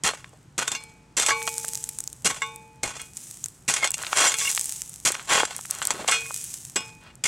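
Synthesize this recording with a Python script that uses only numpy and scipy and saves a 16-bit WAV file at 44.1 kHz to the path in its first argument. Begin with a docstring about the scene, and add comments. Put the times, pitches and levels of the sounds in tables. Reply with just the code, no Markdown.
"""A gritty crunch comes first, over a faint outdoor rumble: a steel hand spade digs close by in a lawn.
It works soil out of a rusty buried pot. Each thrust crushes grains against the blade and bumps the
ground. The blade rings dully in the soil, and freely after a clean strike on a stone or the pot.
Pebbles knock, and flung soil patters and ticks on dry grass. From about halfway, the edge now and
then chatters on stone with a short squeal."""
import sys
import numpy as np
from scipy import signal
from scipy.fft import rfft, irfft
from scipy.io import wavfile
from scipy.ndimage import uniform_filter1d

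SR = 44100
rng = np.random.default_rng(int(sys.argv[2]) if len(sys.argv) > 2 else 0)


def to_wav(s):
    """Save 16-bit WAV."""
    ch = np.atleast_2d(s).T  # columns
    pcm = np.round(np.clip(ch, -1, 1) * 32767)  # PCM
    wavfile.write(sys.argv[1], SR, pcm.astype(np.int16))


N = 320607

# Levels in the tables are relative. A fade time (t60) is how long a sound takes to fall by 60 dB.
# the tone of the outdoor rumble (frequency [Hz], level [dB])
AIR_TONE = [(20, -23), (50, 0), (80, -2.5), (135, 6.5), (200, -3.5), (320, -8.5), (700, -21), (1500, -20.5),
            (4000, -28.5), (8000, -28), (16000, -57)]
# the blade is pushed in and stops (time [s], travel time [s], crushed earth level [dB],
# grit on steel level [dB], fade time [s], ground bump level [dB], bump pitch [Hz])
THRUSTS = [(0.036, 0.051, -19.5, -19, 0.11, -34, 172), (0.579, 0.038, -21.5, -21.5, 0.16, -33, 228),
           (0.673, 0.0094, -33, -27.5, 0.042, -52, 253), (0.715, 0.029, -36.5, -34, 0.12, -41, 250),
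           (1.167, 0.15, -24.5, -17.5, 0.071, -37, 258), (2.246, 0.02, -18.5, -11.5, 0.062, -27, 247),
           (2.296, 0.01, -27.5, -27.5, 0.097, -39, 240), (2.83, 0.061, -29, -25, 0.15, -36, 160),
           (3.679, 0.038, -25, -16.5, 0.23, -35.5, 152), (5.050, 0.024, -19.5, -10, 0.096, -32, 203),
           (5.292, 0.026, -16, -32, .1, -50, 404), (6.076, 0.017, -20.5, -18, 0.23, -51, 300),
           (6.11, 0.027, -25, -15.5, .08, -47, 297), (6.758, 0.011, -21, -19.5, 0.082, -32.5, 286),
           (7.238, .04, -28, -17, .1, -41.5, 250)]
# the blade is dragged or levered through the soil
# (time [s], length [s], crushed earth level [dB], grit on steel level [dB])
DRAGS = [(2.936, .08, -40, -38.5), (3.764, 0.024, -30, -26), (3.827, 0.039, -27, -31),
         (3.978, 0.13, -34.5, -37), (4.133, .065, -23.5, -21.5), (4.194, 0.062, -10, -8),
         (4.395, 0.11, -39, -22), (5.106, .1, -37, -44), (5.295, 0.11, -17, -18), (5.487, 0.067, -38, -38),
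         (5.702, 0.096, -37.5, -40), (5.828, 0.079, -31.5, -32.5), (5.934, 0.18, -37, -42.5),
         (7.02, 0.092, -49, -68)]
# lumps and roots give way (time [s], earth level [dB], grit compared with earth [dB], fade time [s])
CRUNCHES = [(0.089, -12, -23, 0.017), (0.062, -18, -5, 0.007), (0.621, -23, -11, 0.018),
            (0.678, -19.5, 7, 0.027), (0.717, -27, 12, 0.03), (1.169, -27, 11, 0.021),
            (1.263, -24.5, 26, 0.032), (1.287, -16, -8, 0.05), (1.476, -10.5, -0.5, 0.022),
            (2.249, -32, -2, 0.075), (2.274, -24, 12, 0.016), (2.833, -30, 21, 0.032),
            (3.708, -27, 6, 0.032), (3.739, -32.5, 24.5, 0.019), (3.843, -3.5, 4.5, 0.056),
            (3.874, -16.5, 13.5, 0.012), (3.941, -27.5, 21.5, 0.015), (4.172, -23.5, 17.5, 0.014),
            (4.239, -9, 3, 0.058), (4.341, -22, 23, 0.0076), (4.269, -26, 20, 0.11),
            (4.319, -28, 14, 0.026), (5.335, -20, 19, 0.0073), (5.378, -5, -13, 0.044),
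            (5.404, -10, -7, 0.02), (5.452, -22.5, 12.5, 0.017), (5.825, -29, 16, 0.014),
            (5.906, -19, 10.5, 0.036), (6.085, -10, -9, 0.039)]
# the tone of crushed earth (frequency [Hz], level [dB])
EARTH_TONE = [(100, -15.5), (250, -12.5), (500, -1), (1000, 1.5), (1500, 4.5), (2200, -1.5), (3200, 0.5),
              (4500, -4.5), (9000, -28)]
# the tone of grit on steel (frequency [Hz], level [dB])
GRIT_TONE = [(1000, -30.5), (2200, -7), (3300, -8), (4600, -9), (6200, -3), (7800, 0.5), (9000, -4),
             (11000, -14), (14000, -26.5), (16000, -48)]
# the blade's modes, the notes at which the steel naturally rings (pitch [Hz])
MODE_HZ = [457.5, 868, 1100, 1124, 1326, 1500, 1640, 1974, 2170, 2276, 2490, 2772, 2854, 3298, 3467, 3611,
           4253, 4480, 4875, 5179, 5865, 6028, 6295, 6635, 7255, 7388, 7815, 7979]
# how long each mode rings, and how loudly for each place struck
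# (fade time [s], face [dB], edge [dB], tip [dB], corner [dB], shoulder [dB])
MODE_RINGS = [(1.35, -32, -44, -37, -43.5, -54.5), (1.44, -32.5, -40.5, -53, -40.5, -52.5),
              (0.27, -23.5, -26, -45, -32, -47), (0.2, -19, -45, -36, -54, -56),
              (0.11, -33, -37, -20, -44, -57), (0.26, -32, -37, -28, -34, -52),
              (0.048, -13.5, -24, -20, -21.5, -35), (0.053, -18, -25, -21, -27, -60),
              (0.11, -18, -20, -17.5, -28, -33), (0.58, -23.5, -38.5, -31, -37, -41),
              (1.07, -36.5, -44, -24, -32.5, -54.5), (0.094, -46, -30, -28, -28, -29),
              (0.25, -33.5, -36, -27, -28, -48), (0.29, -45, -53, -24.5, -33, -65),
              (0.18, -52, -34, -31, -35, -39), (0.37, -38, -35.5, -36, -38, -66),
              (0.36, -34.5, -67, -30.5, -54, -43.5), (0.075, -32, -59, -48, -64, -40),
              (0.12, -28, -54, -53, -39, -61), (0.36, -52, -58, -34, -29, -47),
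              (0.11, -47, -39, -33, -36, -39), (0.3, -38, -44, -28, -46, -66),
              (0.063, -23, -58, -34, -41, -28), (0.074, -41, -49, -53, -43, -83),
              (0.039, -36, -26, -51, -42, -51), (0.16, -45, -42, -43, -44, -44),
              (0.11, -52, -31, -32, -16, -41), (0.38, -47, -53, -29, -50, -55)]
# places on the blade, in the same order as those level columns (place [name])
PLACES = ["face", "edge", "tip", "corner", "shoulder"]
# clods drop and the ground gives (time [s], level [dB], pitch [Hz], fade time [s])
CLODS = [(0.069, -41, 520, 0.097), (0.33, -49.5, 510, 0.13), (1.307, -25.5, 600, .05),
         (2.834, -30.5, 505, 0.14), (2.849, -41.5, 50, 0.25), (5.377, -20, 587, 0.046),
         (5.906, -30, 557, 0.085), (5.941, -39.5, 300, 0.31), (5.994, -35, 400, 0.27)]
# soil is flung or spills onto the grass; more bunching makes it land more nearly at once
# (time [s], time to the thickest fall [s], level [dB], bunching [no unit])
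SHOWERS = [(1.29, 0.26, -34, 1.75), (2.95, 0.073, -46, 1.5), (3.13, .11, -39.5, 1), (3.9, 0.28, -37, 0.93),
           (4.32, .18, -28, 1.75), (5.48, 0.23, -39.5, 1.35), (6.03, .37, -33.5, 6)]
# the tone of soil landing on dry grass (frequency [Hz], level [dB])
GRASS_TONE = [(300, -29), (1000, -21), (3000, -12), (4500, -12), (6200, -1.5), (8000, 2), (10000, -4.5),
              (12500, -11), (16000, -21.5)]
# clean strikes on stones and on the pot; the row at 0.75 s is instead a short squeal of the edge, ringing the
# modes heard from the shoulder # (time [s], level [dB], place [name], damping by soil [60 dB falls per s, sign
# ignored])
STRIKES = [(0.092, -8.5, "shoulder", -0.5), (0.75, 1.5, "shoulder", 0), (1.285, -4, "face", 7),
           (1.306, -0.5, "face", 0), (2.3, -6.5, "edge", 1), (2.419, 0, "edge", 0),
           (2.833, -13, "edge", -3), (2.836, -17.5, "tip", 0.5), (2.995, -20.5, "tip", 1),
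           (4.267, 3.5, "edge", 1.5), (4.319, -7, "edge", 8), (4.34, -12.5, "tip", -1),
           (4.413, -15, "face", 3), (4.451, -10, "edge", 0), (5.406, -13, "tip", 27),
           (6.121, 2.5, "tip", 1), (6.258, -17.5, "edge", -5), (6.762, -3, "corner", 0.5)]
# the larger pebbles knock (time [s], level [dB], pitch [Hz])
KNOCKS = [(0.111, -23, 974), (0.135, -18, 894), (0.243, -22, 1570), (1.418, -16.5, 2140),
          (1.475, -11, 1250), (1.645, -19, 890), (3.46, -27, 2280), (4.035, -13.5, 1360),
          (4.047, -15, 2360), (4.066, -10, 2230), (4.129, 0, 1340), (4.576, -4, 2130), (5.103, -15, 700),
          (5.151, -11.5, 1620), (5.195, -18, 1480), (5.432, -2, 645), (5.59, -21.5, 1210),
          (5.652, -21.5, 1630), (5.817, -9.5, 1620), (5.905, -9.5, 880), (6.045, -17.5, 950),
          (6.086, -4.5, 1090), (6.307, -18, 870)]
# the sharpest ticks of grit landing and stalks snapping (time [s], level [dB], pitch [Hz])
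TICKS = [(0.8372, -24.5, 8500), (1.475, -15, 7150), (1.5802, -4, 8060), (1.6813, -10, 8500),
         (1.7335, -10, 7850), (1.753, -8, 7300), (1.8395, -7.5, 8200), (1.8897, -7.5, 8460),
         (1.9863, -9, 8600), (2.0033, -11.5, 7900), (2.0383, -17.5, 7710), (2.0748, -11.5, 6700),
         (2.1285, -17, 7900), (2.5595, -20, 8300), (3.0158, -17.5, 8500), (3.1691, -14.5, 7440),
         (3.31, -21, 8300), (3.4402, -8.5, 6960), (3.4586, -11.5, 8000), (3.4835, -24, 8450),
         (3.905, -7, 8260), (3.916, -11, 7300), (4.5136, -7.5, 7900), (4.5484, -5.5, 7800),
         (4.611, -5, 8000), (4.6426, -12.5, 7700), (4.6566, -10.5, 8540), (4.8179, -10.5, 7720),
         (4.8937, -19.5, 8960), (5.119, -7, 7760), (5.5635, -10.5, 8500), (5.7089, -3.5, 8400),
         (5.8518, -7.5, 8300), (5.8709, -2, 8100), (6.341, -16, 8150), (6.375, -18, 7240),
         (6.4403, -14, 9210), (7.1538, -27.5, 7740)]
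# the edge chatters on stone (time [s], length [s], pitch [Hz], level [dB])
SQUEALS = [(3.775, 0.053, 2190, -37), (3.823, 0.052, 2124, -22.5), (4.223, 0.029, 6960, -25),
           (4.273, 0.031, 7230, -12), (4.385, 0.038, 7260, -48), (4.408, 0.019, 3480, -29.5),
           (4.449, 0.037, 2786, -27.5), (4.45, 0.048, 2180, -35), (5.3, .04, 2216, -30),
           (5.398, 0.03, 3270, -28), (7.252, 0.034, 2160, -26)]
# the tone of the slight difference between the two microphones (frequency [Hz], level [dB])
MIC_DIFFERENCE_TONE = [(60, -41), (300, 7), (2500, 5), (3600, 10.5), (5000, -17.5), (7500, -26.5),
                       (10500, 20), (14500, 5)]


def from_db(db):
    """Turn decibels into a number to multiply a sound by."""
    return 10 ** (np.asarray(db) / 20)


def unit_rms(x):
    """Scale a signal so that its average strength (rms) is 1."""
    return x / np.sqrt(np.mean(x ** 2) + 1e-20)


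def drift(rate_hz):
    """A smooth random wobble of strength 1, changing about rate_hz times a second."""
    step = 8  # samples between wobble points
    pole = np.exp(-2 * np.pi * rate_hz * step / SR)
    noise = rng.standard_normal(N // step + 4002)
    slow = signal.lfilter([1], [1, -2 * pole, pole * pole], noise)[4000:]
    return np.interp(np.arange(N) / step, np.arange(len(slow)), unit_rms(slow))


def colour(x, tone):
    """Filter a sound to follow a tone table; white noise keeps its power."""
    size = 4096
    hz, db = np.transpose(tone)
    log_hz = np.log(np.fft.rfftfreq(size, 1 / SR) + 1)
    gain = unit_rms(from_db(np.interp(log_hz, np.log(hz), db)))
    # build the filter so that it rings only after a click, never before it
    cepstrum = irfft(np.log(gain))[:size // 2]
    cepstrum[0] /= 2
    response = irfft(np.exp(rfft(2 * cepstrum, size)))
    return signal.oaconvolve(x, response)[:len(x)]


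def band(x, hz, spread, order=2):
    """Keep the frequencies from hz / spread to hz * spread."""
    edges = [hz / spread, min(hz * spread, .45 * SR)]
    return signal.sosfilt(signal.butter(order, edges, "band", fs=SR, output="sos"), x)


def decay(t60):
    """A short fade that falls 60 dB in t60 seconds and runs on a little further."""
    return from_db(-60 * np.arange(int(1.3 * t60 * SR) + 200) / SR / t60)


def hold_then_fade(t, t60):
    """Stay at 1 until t = 0, then fall 60 dB every t60 seconds."""
    return from_db(-60 * np.clip(t / t60, 0, 4))


def since(s):
    """Seconds gone by since time s, zero before it."""
    return np.maximum(np.arange(N) / SR - s, 0)


def add(out, s, sound):
    """Mix a sound in at time s."""
    at = max(int(s * SR), 0)
    out[at:at + len(sound)] += sound[:max(N - at, 0)]


def grains(per_s, spread_db):
    """Random clicks, many small and a few large."""
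    sizes = from_db(spread_db * np.minimum(rng.exponential(1, N), 4))
    signs = rng.choice([-1, 1], N)
    hits = rng.random(N) < per_s / SR
    return unit_rms(sizes * signs * hits)


def open_air(rumble_db, side_db, hush_db):
    """A low outdoor rumble, nearly the same in both ears, and a faint hush that differs in each."""
    middle, side = [colour(rng.standard_normal(N), AIR_TONE) for _ in range(2)]
    rumble = middle + from_db(side_db) * side * [[1], [-1]]
    hush = unit_rms(band(rng.standard_normal((2, N)), hz=800, spread=1.2, order=1))
    return from_db(rumble_db) * rumble + from_db(hush_db) * hush


def stroke_levels():
    """How loud earth and grit are as a thrust bites, travels and stops, or a drag swells and fades."""
    entry_s, packing_s = 0.0006, 0.013  # grit sounds at once; earth first packs ahead of the blade
    slowing_db_per_s, drag_rise_s = 23.5, 0.028
    earth, grit = np.zeros((2, N))
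    for s, travel, earth_db, grit_db, t60, _, _ in THRUSTS:
        t = since(s)
        settling = from_db(-14.5) * hold_then_fade(t - travel, t60=0.52)  # loose soil creeps on steel
        motion = np.maximum(hold_then_fade(t - travel, t60), settling)
        sag_db = slowing_db_per_s * np.minimum(t, travel)  # the blade slows as it goes in
        earth += motion * np.minimum(t / packing_s, 1) * from_db(earth_db)
        grit += motion * np.minimum(t / entry_s, 1) * from_db(grit_db - sag_db)
    for s, length, earth_db, grit_db in DRAGS:
        swell = np.minimum(since(s - drag_rise_s) / drag_rise_s, 1) ** 2
        motion = swell * hold_then_fade(since(s + length), t60=0.17)
        earth = np.hypot(earth, motion * from_db(earth_db))
        grit = np.hypot(grit, motion * from_db(grit_db))
    return np.array([earth, grit])


def soil_scrape(earth_db, grit_db, slip_db, crunch_db):
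    """The blade sticks and slips through the soil, breaking thousands of grains a second."""
    stick_slip = from_db(slip_db * (drift(rate_hz=78) - 0.62))
    earth, grit = stroke_levels() * stick_slip * from_db([[earth_db], [grit_db]])
    for s, db, gritty_db, t60 in CRUNCHES:
        burst = from_db(db + crunch_db) * decay(t60)
        add(earth, s, burst)
        add(grit, s, burst * from_db(gritty_db))
    crushing = colour(earth * grains(per_s=5000, spread_db=2.5), EARTH_TONE)
    scratching = colour(grit * grains(per_s=14000, spread_db=4.0), GRIT_TONE)
    return crushing + scratching


def scraped_blade(force, damping_per_s, wander_db, falloff_db_per_octave, overtones_db):
    """Scraping rings every mode, more or less as the contact moves; the soil dulls the ring."""
    out = np.zeros(N)
    # grit shakes the middle modes most easily
    modes = [(hz, t60, -falloff_db_per_octave * abs(np.log2(hz / 3300)))
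             for hz, (t60, *_) in zip(MODE_HZ, MODE_RINGS)]
    # high up, a steel plate has a crowd of short overtones
    overtone_hz = np.geomspace(6700, 12500, num=14) * rng.uniform(.98, 1.02, 14)
    for hz, t60, db in modes + [(hz, .25, overtones_db) for hz in overtone_hz]:
        kept = from_db(-60 * (1 / t60 + damping_per_s) / SR)  # share of the ring left after one sample
        angle = 2 * np.pi * hz / SR
        push = force * from_db(db + wander_db * drift(rate_hz=5.4))
        out += signal.lfilter([0, np.sin(angle)], [1, -2 * kept * np.cos(angle), kept ** 2], push + 1e-18)
    return out


def ground_thuds(bump_t60):
    """The ground gives a dull bump under each thrust and each clod."""
    out = np.zeros(N)
    bumps = [(s, db, hz, bump_t60) for s, *_, db, hz in THRUSTS]
    for s, db, hz, t60 in bumps + list(CLODS):
        fade = decay(t60)
        low_noise = unit_rms(band(rng.standard_normal(SR), hz, spread=1.8))
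        add(out, s, from_db(db) * low_noise[-len(fade):] * fade)
    return out


def soil_patter(dust_db, crumbs_db):
    """Each fall of soil thickens fast and thins slowly; dust hisses on the dry grass and crumbs tick."""
    trickle_peak_s, trickle_db = 0.14, -42  # every thrust also shakes a little soil loose
    trickles = [(s, trickle_peak_s, grit_db + trickle_db, 1) for s, _, _, grit_db, *_ in THRUSTS]
    power = np.zeros(N)
    for s, peak_s, db, bunching in trickles + list(SHOWERS):
        age = np.minimum(since(s) / peak_s, 20)
        swell = (age * np.exp(1 - age)) ** bunching
        power += (from_db(db) * swell) ** 2
    dust = from_db(dust_db) * grains(per_s=6000, spread_db=4.5)
    crumbs = from_db(crumbs_db) * grains(per_s=300, spread_db=8.5)
    return colour(np.sqrt(power) * (dust + crumbs), GRASS_TONE)


def struck_blade(crack_db, crack_t60):
    """A clean strike cracks and lets the blade ring; the place hit decides which modes are loud."""
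    out, t = np.zeros(N), np.arange(int(1.5 * SR)) / SR
    t60, *place_db = np.transpose(MODE_RINGS)
    modes = np.sin(2 * np.pi * np.outer(MODE_HZ, t)) * from_db(-60 * t / t60[:, None])
    for s, db, place, damping in STRIKES:
        strengths = from_db(db + place_db[PLACES.index(place)]) * rng.choice([-1, 1], len(t60))
        ring = strengths @ modes * from_db(-60 * abs(damping) * t)
        crack = band(rng.standard_normal(len(t)), hz=4400, spread=1.7) * from_db(-60 * t / crack_t60)
        add(out, s, ring + from_db(db + crack_db) * crack)
    # a small plate gives off almost no sound below its lowest mode
    return signal.sosfilt(signal.butter(4, 440, "high", fs=SR, output="sos"), out)


def impacts(table, spread, crumble, t60, order):
    """Hard little contacts: one click and a brief crumbling after it, filtered around their pitch."""
    out = np.zeros(N)
    for s, db, hz in table:
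        fade = decay(t60)
        force = crumble * rng.standard_normal(SR // 2)[:len(fade)] * fade
        force[0] += 1  # the click itself
        click = band(force, hz, spread, order)
        add(out, s + 0.001005, from_db(db) * click / np.abs(click).max())
    return out


def pebble_knocks():
    """The larger pebbles bump with short, dry knocks."""
    return impacts(KNOCKS, spread=1.76, crumble=0.12, t60=0.011, order=2)


def grass_ticks(tick_db, body_db, body_hz):
    """Grit lands and stalks snap: each sharp tick has a faint knock under it."""
    ticks = impacts(TICKS, spread=1.083, crumble=0.29, t60=0.0062, order=1)
    bodies = [(s, db + body_db, body_hz) for s, db, _ in TICKS]
    return from_db(tick_db) * ticks + impacts(bodies, spread=2.28, crumble=0.17, t60=0.009, order=2)


def edge_squeals(waver, roughness):
    """The edge sticks and slips on stone, driving one mode to a short, unsteady whine."""
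    out, t = np.zeros(N), np.arange(N) / SR
    bend = waver * drift(rate_hz=76)
    flutter = np.exp(roughness * drift(rate_hz=72) - roughness ** 2)
    for s, length, hz, db in SQUEALS:
        on = (t >= s) & (t < s + length)
        phase = 2 * np.pi * hz * np.cumsum(1 + bend[on]) / SR
        soft_ends = signal.windows.tukey(on.sum(), .5)
        out[on] += np.sqrt(2) * from_db(db) * soft_ends * flutter[on] * np.sin(phase)
    return out


def mic_difference(x, difference_db, t60):
    """The two microphones differ slightly in tone, making left and right a little different."""
    fade = decay(t60)
    mismatch = colour(rng.standard_normal(SR), MIC_DIFFERENCE_TONE)[-len(fade):] * fade
    side = from_db(difference_db) * signal.oaconvolve(x, mismatch / np.linalg.norm(mismatch))[:N]
    return np.array([x + side, x - side])


def scene():
    """Digging in the middle, with a low outdoor rumble behind it."""
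    soil = soil_scrape(earth_db=-8.0, grit_db=-5.5, slip_db=3.5, crunch_db=-8.5)
    ring = scraped_blade(soil, damping_per_s=13, wander_db=3, falloff_db_per_octave=3, overtones_db=-4)
    digging = soil + from_db(-40.5) * ring
    digging += struck_blade(crack_db=-28.5, crack_t60=0.098)
    digging += edge_squeals(waver=0.012, roughness=0.54)
    digging += from_db(-3.5) * pebble_knocks()
    digging += grass_ticks(tick_db=-1.5, body_db=-26.5, body_hz=1480)
    digging += ground_thuds(bump_t60=0.15)
    digging += soil_patter(dust_db=-3.5, crumbs_db=-5.5)
    stereo = mic_difference(digging, difference_db=-20.5, t60=0.0055)
    return stereo + open_air(rumble_db=-53.5, side_db=-24.5, hush_db=-66.5)


def record(dry):
    """A fast limiter turns the loudest moments down; peaks are rounded and the highest treble is cut."""
    threshold_db, release_db_per_s, ceiling, cutoff_hz = -17, 150, 1.3, 16000
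    level_db = 10 * np.log10(np.abs(uniform_filter1d(dry[0] ** 2, size=220)) + 1e-12)
    excess_db = np.maximum(level_db - threshold_db, 0)
    recovery_db = release_db_per_s * np.arange(N) / SR
    cut_db = np.maximum.accumulate(excess_db + recovery_db) - recovery_db  # grabs fast, lets go steadily
    limited = dry * from_db(-uniform_filter1d(cut_db, size=64))
    rounded = ceiling * np.tanh(limited / ceiling)
    return signal.sosfilt(signal.ellip(10, .1, 80, cutoff_hz, fs=SR, output="sos"), rounded)


dry = scene()
out = record(dry)
to_wav(out)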